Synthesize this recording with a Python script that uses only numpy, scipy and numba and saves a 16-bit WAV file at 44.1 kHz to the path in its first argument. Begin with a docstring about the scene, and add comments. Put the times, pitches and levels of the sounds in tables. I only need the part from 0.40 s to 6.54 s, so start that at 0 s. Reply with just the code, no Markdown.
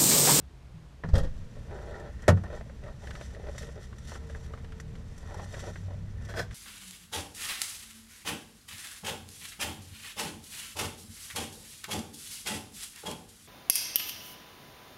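"""Inside a parked car: muffled town hum, with one engine droning and later rising in pitch.
The passenger door's handle clicks and more hum comes in; its latch clacks and its seal thumps the cabin air.
The check strap rubs, knocks and squeaks as the door swings, then cracks at its stop over booming, damped modes.
Outside, a padded jacket swishes and grit scuffs (filtered grains); a box knocks (short decaying noise, own pitch).
A faint wavering whine passes; near the end stick-slip pulses ring the box walls in a squeaky scrape."""
import sys
import numpy as np
from scipy import signal
from scipy.fft import rfft, irfft
from scipy.io import wavfile
from scipy.ndimage import uniform_filter1d
from numba import njit

SR = 44100
rng = np.random.default_rng(int(sys.argv[2]) if len(sys.argv) > 2 else 0)


def generate_wav(sig):
    """Save sig (samples, or channels by samples) to the path in sys.argv[1] as 16-bit PCM at SR."""
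    pcm = np.round(np.clip(np.atleast_2d(sig).T, -1, 1) * 32767).astype(np.int16)
    wavfile.write(sys.argv[1], SR, pcm)


N = 270949
T = np.arange(N) / SR
RING_T = T[:SR]


def unlatching():
    """The handle clicks and takes up its linkage; the latch clacks, rattles and rings the door skin."""
    # pull and take-up: start_s, level_db, treble_db, rise_s
    handle_blows = [(0.6365, -32, -15, 0.00065), (0.687, -41.5, 11, 0.002)]
    # handle spectrum: freq_hz, level_db
    handle_colour = [(150, 0), (300, 6.5), (550, 5.5), (820, 3.5), (1050, -2), (1250, 0), (1900, 0),
                     (2250, -17), (3300, -17), (5500, -17), (9000, -35), (15000, -50)]
    # release and claw rattle: start_s, level_db, treble_db, rise_s
    latch_blows = [(0.735, -24.5, -12, 0.0054), (0.752, -21, -6, 0.0009), (0.761, -28.5, 1, 0.0016),
                   (0.779, -26, 6, 0.0013), (0.796, -33, -7, 0.0012), (0.831, -36.5, 1, 0.0018),
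                   (0.844, -34.5, -9, 0.0017), (0.869, -45, -17, .002)]
    # latch spectrum: freq_hz, level_db
    latch_colour = [(150, 9), (250, -2), (380, -11.5), (520, -1.5), (650, -6.5), (820, -14), (1000, -17),
                    (1400, -16), (1900, -15.5), (2150, -29), (3300, -25), (5200, -26), (10000, -35.5),
                    (15000, -48)]
    # latch and door skin resonances: freq_hz, width_hz, level_db
    latch_modes = [(503.5, 15, 5.5), (553, 14, -9), (666, 19, -5), (806, 16, 0), (1300, 40, -1),
                   (1870, 56, 0), (3240, 80, 1)]
    clicks = blows(handle_blows, handle_colour, low_t60=0.1, high_t60=0.066, split_hz=3600)
    clacks = blows(latch_blows, latch_colour, low_t60=0.11, high_t60=0.085, split_hz=6700)
    return clicks + clacks + body(clacks, latch_modes)


def seal_release():
    """Hand, handle and seal push on the cabin air, which rings in its low modes."""
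    # Gaussian pushes: peak_s, level_db, length_s
    pushes = [(0.345, -39.5, 0.0013), (0.647, -31.5, 0.001), (0.688, -27, 0.0012), (0.738, -4, 0.0027),
              (0.837, -9.5, 0.0041), (0.988, -36.5, 0.0018)]
    # cabin air, door nearly shut: freq_hz, level_db, t60_s
    air_modes = [(13.05, -15, 0.66), (38.4, -11.5, 0.33), (66.4, -0.5, 0.11), (92, -1, 0.23),
                 (158.7, 6, 0.41)]
    push = np.zeros(N)
    for s, db, length in pushes:
        bump = np.exp(-((T - s) / length) ** 2 / 2)
        push += undb(db) * bump / (length * SR * np.sqrt(2 * np.pi))  # unit area before its level
    air = sum(undb(db) * np.cos(2 * np.pi * hz * RING_T) * fade(t60) for hz, db, t60 in air_modes)
    return signal.fftconvolve(push, air)[:N]


def door_stop():
    """The check strap cracks against its end and rebounds; panel and cabin modes build up and ring."""
    # hits and rebounds: start_s, level_db, treble_db, rise_s
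    stop_blows = [(1.8795, -16.5, 4, 0.00099), (1.888, -19, 2.5, 0.00091), (1.971, -40, -7, 0.0015),
                  (2.036, -41, -2, 0.00058)]
    # crack spectrum: freq_hz, level_db
    stop_colour = [(260, -4), (400, -6), (620, -4.5), (800, -7), (1050, -13), (1400, -10.5), (1550, -16.5),
                   (1880, -9), (2150, -25), (2600, -23.5), (4000, -27), (6100, -26.5), (10000, -35),
                   (15000, -48)]
    # door panel and cabin modes: freq_hz, level_db, t60_s, build_up_s
    door_modes = [(92.3, -6, 0.31, 0.01), (104.7, -13, 0.28, .011), (137, -17, 0.28, 0.012),
                  (151.6, -16, 0.24, 0.0093), (171.6, -16, 0.31, 0.0042), (205.6, -26, 0.46, 0.017),
                  (246, -24, 0.21, 0.0031), (319, -33, 0.28, 0.0028), (390, -27, 0.19, 0.0026),
                  (449, -24, 0.19, 0.0026), (487, -31, 0.22, .003), (550, -24.5, 0.19, 0.004),
                  (598, -7.5, 0.06, 0.0028), (629, -11.5, 0.058, 0.0018), (717, -32, 0.15, .002),
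                  (914, -28, 0.14, .001), (1150, -24.5, 0.089, 0.0008), (1263, -25, 0.058, 0.00082),
                  (1350, -20.5, 0.067, 0.0012), (1475, -30, 0.17, .001), (1854, -22, 0.067, 0.0012),
                  (1828, -21.5, .07, 0.0009), (2203, -29, 0.082, 0.00089)]
    stop_s, max_delay_s = 1.88, 0.00203
    out = blows(stop_blows, stop_colour, low_t60=0.11, high_t60=0.068, split_hz=3100)
    for hz, db, t60, build in door_modes:
        ring = np.sin(2 * np.pi * hz * RING_T) * fade(t60) * (1 - np.exp(-RING_T / build)) ** 2
        # each mode reaches the driver's side by its own path
        add(out, stop_s + max_delay_s * rng.random(), -undb(db) * ring)
    return out


def door_swing():
    """Fine, slightly uneven friction of the check strap sliding through its guide."""
    # friction spectrum: freq_hz, level_db
    swing_colour = [(380, 2), (540, 3.5), (700, 1.5), (880, 0), (1100, -16), (1400, -9.5), (1800, -7),
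                    (2200, -22.5), (4000, -25)]
    start_s, hold_s, mean_db = 1.316, 0.362, -46.5
    sliding = stroke(start_s, hold_s, attack=0.035, release=0.023)
    friction = shape(grains(rate=2700, spread_db=4.0, t60=0.014), swing_colour)
    return friction * sliding * undb(mean_db + 1.3 * walk(24.44))


def knocks():
    """Light, dry knocks: one of the check strap as the door swings, then box and shoes, each with its pitch."""
    # knocks: start_s, level_db, treble_db, pitch_hz
    knock_rows = [(1.387, -39, -17, 992), (2.209, -38, -10, 650), (2.296, -42, -14, 561),
                  (2.437, -51, 7.5, 1710), (2.458, -45, -4, 900), (2.48, -42, -4, 1200),
                  (2.671, -42.5, 7.5, 1740), (2.707, -41, 6, 1530), (2.752, -40, 5.5, 1290),
                  (2.811, -38.5, 2, 584), (2.948, -48.5, 5, 1790), (3.069, -41.5, -2, 584),
                  (3.149, -43, -8, 650), (3.18, -44.5, 1, 1920), (3.23, -47, 5, 604),
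                  (3.527, -47, -1, 1180), (3.718, -34.5, -10, 790), (3.752, -41.5, 1, 1370),
                  (3.897, -41, -1, 585), (3.948, -38.5, -8, 1790), (4.136, -37.5, -8, 1280),
                  (4.175, -46.5, -3, 1220), (4.244, -46, 3, 1315), (4.321, -49, 7, 1370),
                  (4.399, -49, 2, 1320), (4.553, -50, 8.5, 1380), (4.908, -42, -4, 751),
                  (4.943, -35, -13, 820), (4.996, -35.5, -8, 830), (5.141, -42.5, 7.5, 1710),
                  (5.238, -39.5, -8, 810), (5.357, -38.5, -4, 1740), (5.887, -44, -5, 890),
                  (5.939, -33, -8, 790), (6.11, -46, 4.5, 1700)]
    # knock spectrum: freq_hz, level_db
    knock_colour = [(350, 4), (500, 3.5), (900, -3), (1350, -3), (1900, 0.5), (2250, -7.5), (3400, -9),
                    (6000, -21), (9000, -23), (14000, -42)]
    out = np.zeros(N)
    for s, db, treble_db, hz in knock_rows:
        tap = blow(knock_colour, treble_db, rise=.0004, low_t60=0.051, high_t60=0.047, split_hz=1900)
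        pitched = resonate(tap, np.full(SR, hz, float), 0.19)
        add(out, s, undb(db) * (0.71 * tap + 1.48 * pitched))
    return out


def box_scrape():
    """Uneven stick-slip pulses, faster under more force, ring the box walls; the rubbed surface hisses."""
    # glove catches, then slips hard: peak_s, level_db, swell_s, fade_s
    scrape_strokes = [(5.893, -44.5, .004, .05), (5.975, -35.5, .014, 0.01), (5.995, -30.5, 0.014, 0.023)]
    # box walls: freq_hz, width_hz, level_db
    box_modes = [(365, 22, -7), (487, 24, 0.5), (583, 22, 2.5), (646, 12, 5), (1513, 16, 0), (1554, 25, -6),
                 (1688, 26, -1.5), (1820, 120, -32), (3297, 34, -8), (4100, 89, -18.5), (4930, 430, -21)]
    # rub hiss spectrum: freq_hz, level_db
    rub_colour = [(400, 6), (700, -3), (1000, -0.5), (1800, 5), (2300, -12), (5200, -11), (7500, -18),
                  (11000, -28), (15000, -34)]
    full_force_slip_hz, force_power = 308.5, 0.41  # slip rate before its random wander
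    force = swells(scrape_strokes)
    effort = force / force.max()
    rate = full_force_slip_hz * effort ** force_power * undb(2 * walk(300))
    slips = np.diff(np.floor(np.cumsum(rate) / SR), prepend=0)  # one pulse per whole cycle
    slips = slips * undb(2 * walk(200))
    walls = body(slips + 0.089 * rng.standard_normal(N), box_modes)
    walls /= np.sqrt(np.average(walls ** 2, weights=effort))
    hiss = shape(grains(rate=3200, spread_db=2.0, t60=0.017), rub_colour)
    return (walls + undb(-4.5) * hiss) * force


def scuffing():
    """Shoes and box scuff grit; the check strap gives two short squeaks as the door swings."""
    # scuffs and strap squeaks: start_s, length_s, level_db, rub_pitch_hz
    rub_rows = [(1.165, .03, -59, 516), (1.545, 0.06, -53, 1850), (1.822, 0.059, -51, 1850),
                (2.066, .03, -50, 775), (2.124, 0.053, -43.5, 593), (2.448, .05, -51, 620),
                (2.635, 0.18, -55, 760.3), (2.95, .05, -50, 500), (3.048, 0.041, -43.5, 520),
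                (3.152, 0.022, -51, 620), (3.228, .06, -48, 500), (3.369, 0.02, -50, 480),
                (3.716, 0.13, -52.5, 780), (3.9, 0.34, -61, 770), (4.88, 0.17, -47, 840),
                (5.146, .04, -45.5, 755), (5.241, .05, -47.5, 640), (5.452, 0.088, -53.5, 674),
                (5.816, 0.096, -53, 1800)]
    # grit spectrum: freq_hz, level_db
    scuff_colour = [(330, 0), (500, 4), (850, -3), (1100, -9.5), (1400, -8.5), (1850, -0.5), (2200, -16.5),
                    (4000, -18)]
    attack_s, release_s, rest_db = 0.026, 0.022, -66.5  # the feet never quite rest
    ring_db, damping = 5.5, 0.46  # resonance gain over the grit; width over centre
    rubs = np.array([undb(db) * stroke(s, length, attack_s, release_s) for s, length, db, hz in rub_rows])
    # the resonance follows the strongest rub
    pitch_hz = np.array(rub_rows, float)[rubs.argmax(axis=0), -1]
    cracks = grains(rate=800, spread_db=5.0, t60=0.041) * undb(2.0 * walk(35))
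    grit = shape(cracks, scuff_colour)
    rung = unit(grit + undb(ring_db) * resonate(grit, pitch_hz, damping))
    return rung * np.hypot(rubs.max(axis=0), undb(rest_db))


def jacket():
    """Cloth swishes, swelling to each arm movement's fastest moment; its creases snap."""
    # arm movements: peak_s, level_db, swell_s, fade_s
    swishes = [(1.45, -65, 0.26, 0.29), (2.15, -57, 0.024, 0.046), (2.64, -57, .025, 0.18),
               (2.86, -54, 0.13, 0.06), (3.21, -49.5, 0.072, 0.071), (3.42, -54.5, 0.016, 0.042),
               (3.68, -50, 0.0076, 0.073), (3.76, -54, 0.11, 0.027), (3.92, -62, 0.13, 0.2),
               (4.04, -53, .015, 0.022), (4.83, -59, 0.036, 0.13), (5.0, -60.5, 0.11, 0.12),
               (5.23, -49, 0.19, 0.12), (5.9, -56, 0.054, 0.034), (6.13, -56, 0.048, .05)]
    # crease snaps: start_s, level_db
    creases = [(1.598, -52), (1.8204, -47.5), (3.1802, -36.5), (3.5835, -46.5), (3.673, -45.5),
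               (4.4001, -41.5), (4.7782, -46), (4.9427, -46), (5.043, -45), (5.8493, -46)]
    # cloth spectrum: freq_hz, level_db
    jacket_colour = [(1300, -3.5), (1850, 6.5), (2300, -9.5), (3000, -1.5), (4200, -4.5), (5800, -2.5),
                     (8000, -7.5), (11000, -16), (15000, -26)]
    rest_db = -69  # between movements
    cracks = grains(rate=1300, spread_db=4.0, t60=0.049) * undb(1.0 * walk(45))
    cloth = shape(cracks, jacket_colour) * np.hypot(swells(swishes), undb(rest_db))
    snap_rows = [(s, db, 0, .0005) for s, db in creases]
    return cloth + blows(snap_rows, jacket_colour, low_t60=0.022, high_t60=0.046, split_hz=4400)


def street():
    """Muffled town hum throughout, joined by fuller noise through the doorway."""
    # hum heard from the start: freq_hz, level_db
    shut_colour = [(20, -16), (45, 0), (68, 4.5), (92, -20), (120, 2.5), (160, -11.5), (210, -16),
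                   (600, -23), (1200, -27.5), (4000, -35.5), (9000, -44), (15000, -56)]
    # noise let in by the opening: freq_hz, level_db
    street_colour = [(20, 1.5), (33, -1), (45, -4.5), (62, 3), (85, -4), (120, -9), (170, -11.5),
                     (230, -12.5), (310, -29.5), (450, -23), (700, -39), (1800, -40.5), (6000, -53.5),
                     (14000, -66)]
    shut_db, street_db = -50.5, -43  # mean levels
    muffled = shape(rng.standard_normal(N), shut_colour) * undb(shut_db + .5 * walk(3.2))
    outside = shape(rng.standard_normal(N), street_colour) * undb(street_db + 1.0 * walk(6))
    return muffled + outside * doorway()


def engine():
    """An engine idles, then pulls away: a wavering tone at the firing rate over a band of noise."""
    # engine course: time_s, firing_rate_hz, level_db
    course = [(0, 75.7, -50.5), (.5, 68, -64), (1.5, 65.04, -51), (3.0, 66.8, -48.5), (4.0, 74, -47.5),
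              (4.7, 80.16, -46.5), (5.1, 93.2, -44), (5.5, 96, -42.5), (5.8, 101.8, -45.5),
              (6.14, 102.9, -46)]
    # drone spectrum: freq_hz, level_db
    drone_colour = [(105, 5.5), (145, 3), (175, 2.5), (230, -24.5)]
    hz, db = curves(course)
    phase = 2 * np.pi * np.cumsum(hz * (1 + .012 * walk(9.9))) / SR
    drone = undb(-3.0) * shape(rng.standard_normal(N), drone_colour)
    return (np.sqrt(2) * np.sin(phase) + drone) * undb(db + 2 * walk(7))


def whine():
    """A distant machine's thin tone, wavering in pitch and level."""
    mean_hz, mean_db = 450, -61
    start_s, hold_s, release_s = 3.86, 0.47, 0.62
    phase = 2 * np.pi * np.cumsum(mean_hz * (1 + 0.00784 * walk(25.01))) / SR
    envelope = stroke(start_s, hold_s, attack=.18, release=release_s)
    return unit(np.sin(phase)) * envelope * undb(mean_db + 3.5 * walk(13))


def doorway():
    """Share of the outdoors let in: rises from 0 to 1 just after the first handle click."""
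    open_s, opening_s = 0.64, .03
    return np.clip((T - open_s) / opening_s, 0, 1)


def cabin(x, t60, wet_db):
    """Dense, short reflections from the windows and the trim, as a decaying noise tail."""
    tail = rng.standard_normal(SR) * fade(t60)
    tail *= undb(wet_db) / np.linalg.norm(tail)
    return (x + signal.fftconvolve(x, tail)[:N]) / np.hypot(1, undb(wet_db))


def blows(rows, colour, low_t60, high_t60, split_hz):
    """A series of blows on one object; rows hold start_s, level_db, treble_db, rise_s."""
    out = np.zeros(N)
    for s, db, treble_db, rise in rows:
        add(out, s, undb(db) * blow(colour, treble_db, rise, low_t60, high_t60, split_hz))
    return out


def blow(colour, treble_db, rise, low_t60, high_t60, split_hz):
    """Coloured noise stands for a crowd of damped modes; lows and highs decay at their own pace."""
    crowd = shape(rng.standard_normal(SR), colour)
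    low = lowpass(crowd, split_hz)
    ring = low * fade(low_t60) + undb(treble_db) * (crowd - low) * fade(high_t60)
    return (1 - np.exp(-RING_T / rise)) * ring


def body(x, modes):
    """Resonances of a body driven by x; modes hold freq_hz, width_hz, level_db."""
    return sum(undb(db) * signal.lfilter(*signal.iirpeak(hz, hz / width, fs=SR), x) for hz, width, db in modes)


@njit
def resonate(x, hz, damping):
    """Band-pass whose centre may move; damping is width over centre."""
    y, band, low = np.empty(len(x)), 0., 0.
    for i in range(len(x)):
        g = np.tan(np.pi * hz[i] / SR)
        v = (band + g * (x[i] - low)) / (1 + g * (g + damping))
        band, low, y[i] = 2 * v - band, low + 2 * g * v, damping * v
    return y


def grains(rate, spread_db, t60):
    """Random tiny cracks, rate per second, many weak and a few strong; each decays as noise."""
    chance = rng.random(N)
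    size = np.minimum(rng.exponential(size=N), 4)
    energy = (chance < rate / SR) * undb(spread_db * size) ** 2
    keep = np.exp(-2 * np.log(1000) / (t60 * SR))  # energy left after one sample
    return np.sqrt(signal.lfilter([1], [1, -keep], energy)) * rng.standard_normal(N)


def stroke(s, hold, attack, release):
    """Envelope that swells up to time s, holds at 1 and dies away; attack and release are time constants."""
    return np.exp(-np.maximum(s - T, 0) / attack - np.maximum(T - s - hold, 0) / release)


def swells(rows):
    """Strength of overlapping movements that each peak and fade; their powers add."""
    return np.sqrt(sum((undb(db) * stroke(s, 0, swell, fall)) ** 2 for s, db, swell, fall in rows))


def fade(t60):
    """Free decay, 60 dB down after t60 seconds."""
    return np.exp(-np.log(1000) * RING_T / t60)


def walk(rate):
    """Smooth random wander with a spread near 1, from steps at rate per second, averaged twice."""
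    k = int(SR / rate)
    steps = np.repeat(rng.standard_normal(N // k + 1), k)
    return unit(uniform_filter1d(uniform_filter1d(steps, k), k)[:N])


def shape(x, points):
    """Give x a spectrum of (freq_hz, level_db) points with steep skirts; rms 1."""
    hz, db = np.transpose(points)
    f = np.maximum(np.fft.rfftfreq(len(x), 1 / SR), 1)
    skirts = np.minimum(f / hz[0], 1) ** 3 * np.minimum(hz[-1] / f, 1) ** 3
    gain = undb(np.interp(np.log(f), np.log(hz), db)) * skirts
    return unit(irfft(rfft(x) * gain, len(x)))


def lowpass(x, hz):
    """The part of x below hz, without phase shift."""
    return signal.sosfiltfilt(signal.butter(2, hz, fs=SR, output="sos"), x)


def curves(rows):
    """Each column of a timed table, interpolated for every sample."""
    s, *columns = np.transpose(rows)
    return [np.interp(T, s, c) for c in columns]


def add(out, s, sound):
    """Mix a sound in at time s."""
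    i = int(s * SR)
    out[i:i + len(sound)] += sound[:N - i]


def undb(db):
    """Decibels to amplitude gain."""
    return 10 ** (np.asarray(db) / 20)


def unit(x):
    """Scale to rms 1."""
    return x / np.sqrt(np.mean(x ** 2))


def scene():
    """Everything as it reaches the driver's side."""
    door = unlatching() + seal_release() + door_stop()
    past_doorway = doorway() * (scuffing() + jacket())
    rustle = cabin(door_swing() + past_doorway, t60=0.05, wet_db=-3)
    contacts = knocks() + box_scrape()
    background = street() + engine() + whine()
    return (door + rustle + contacts + background)[None]


def record(dry):
    """A steep elliptic low-pass cuts the top of the treble."""
    top_hz = 15000
    return signal.sosfilt(signal.ellip(8, .2, 70, top_hz, fs=SR, output="sos"), dry)


dry = scene()
out = record(dry)
generate_wav(out)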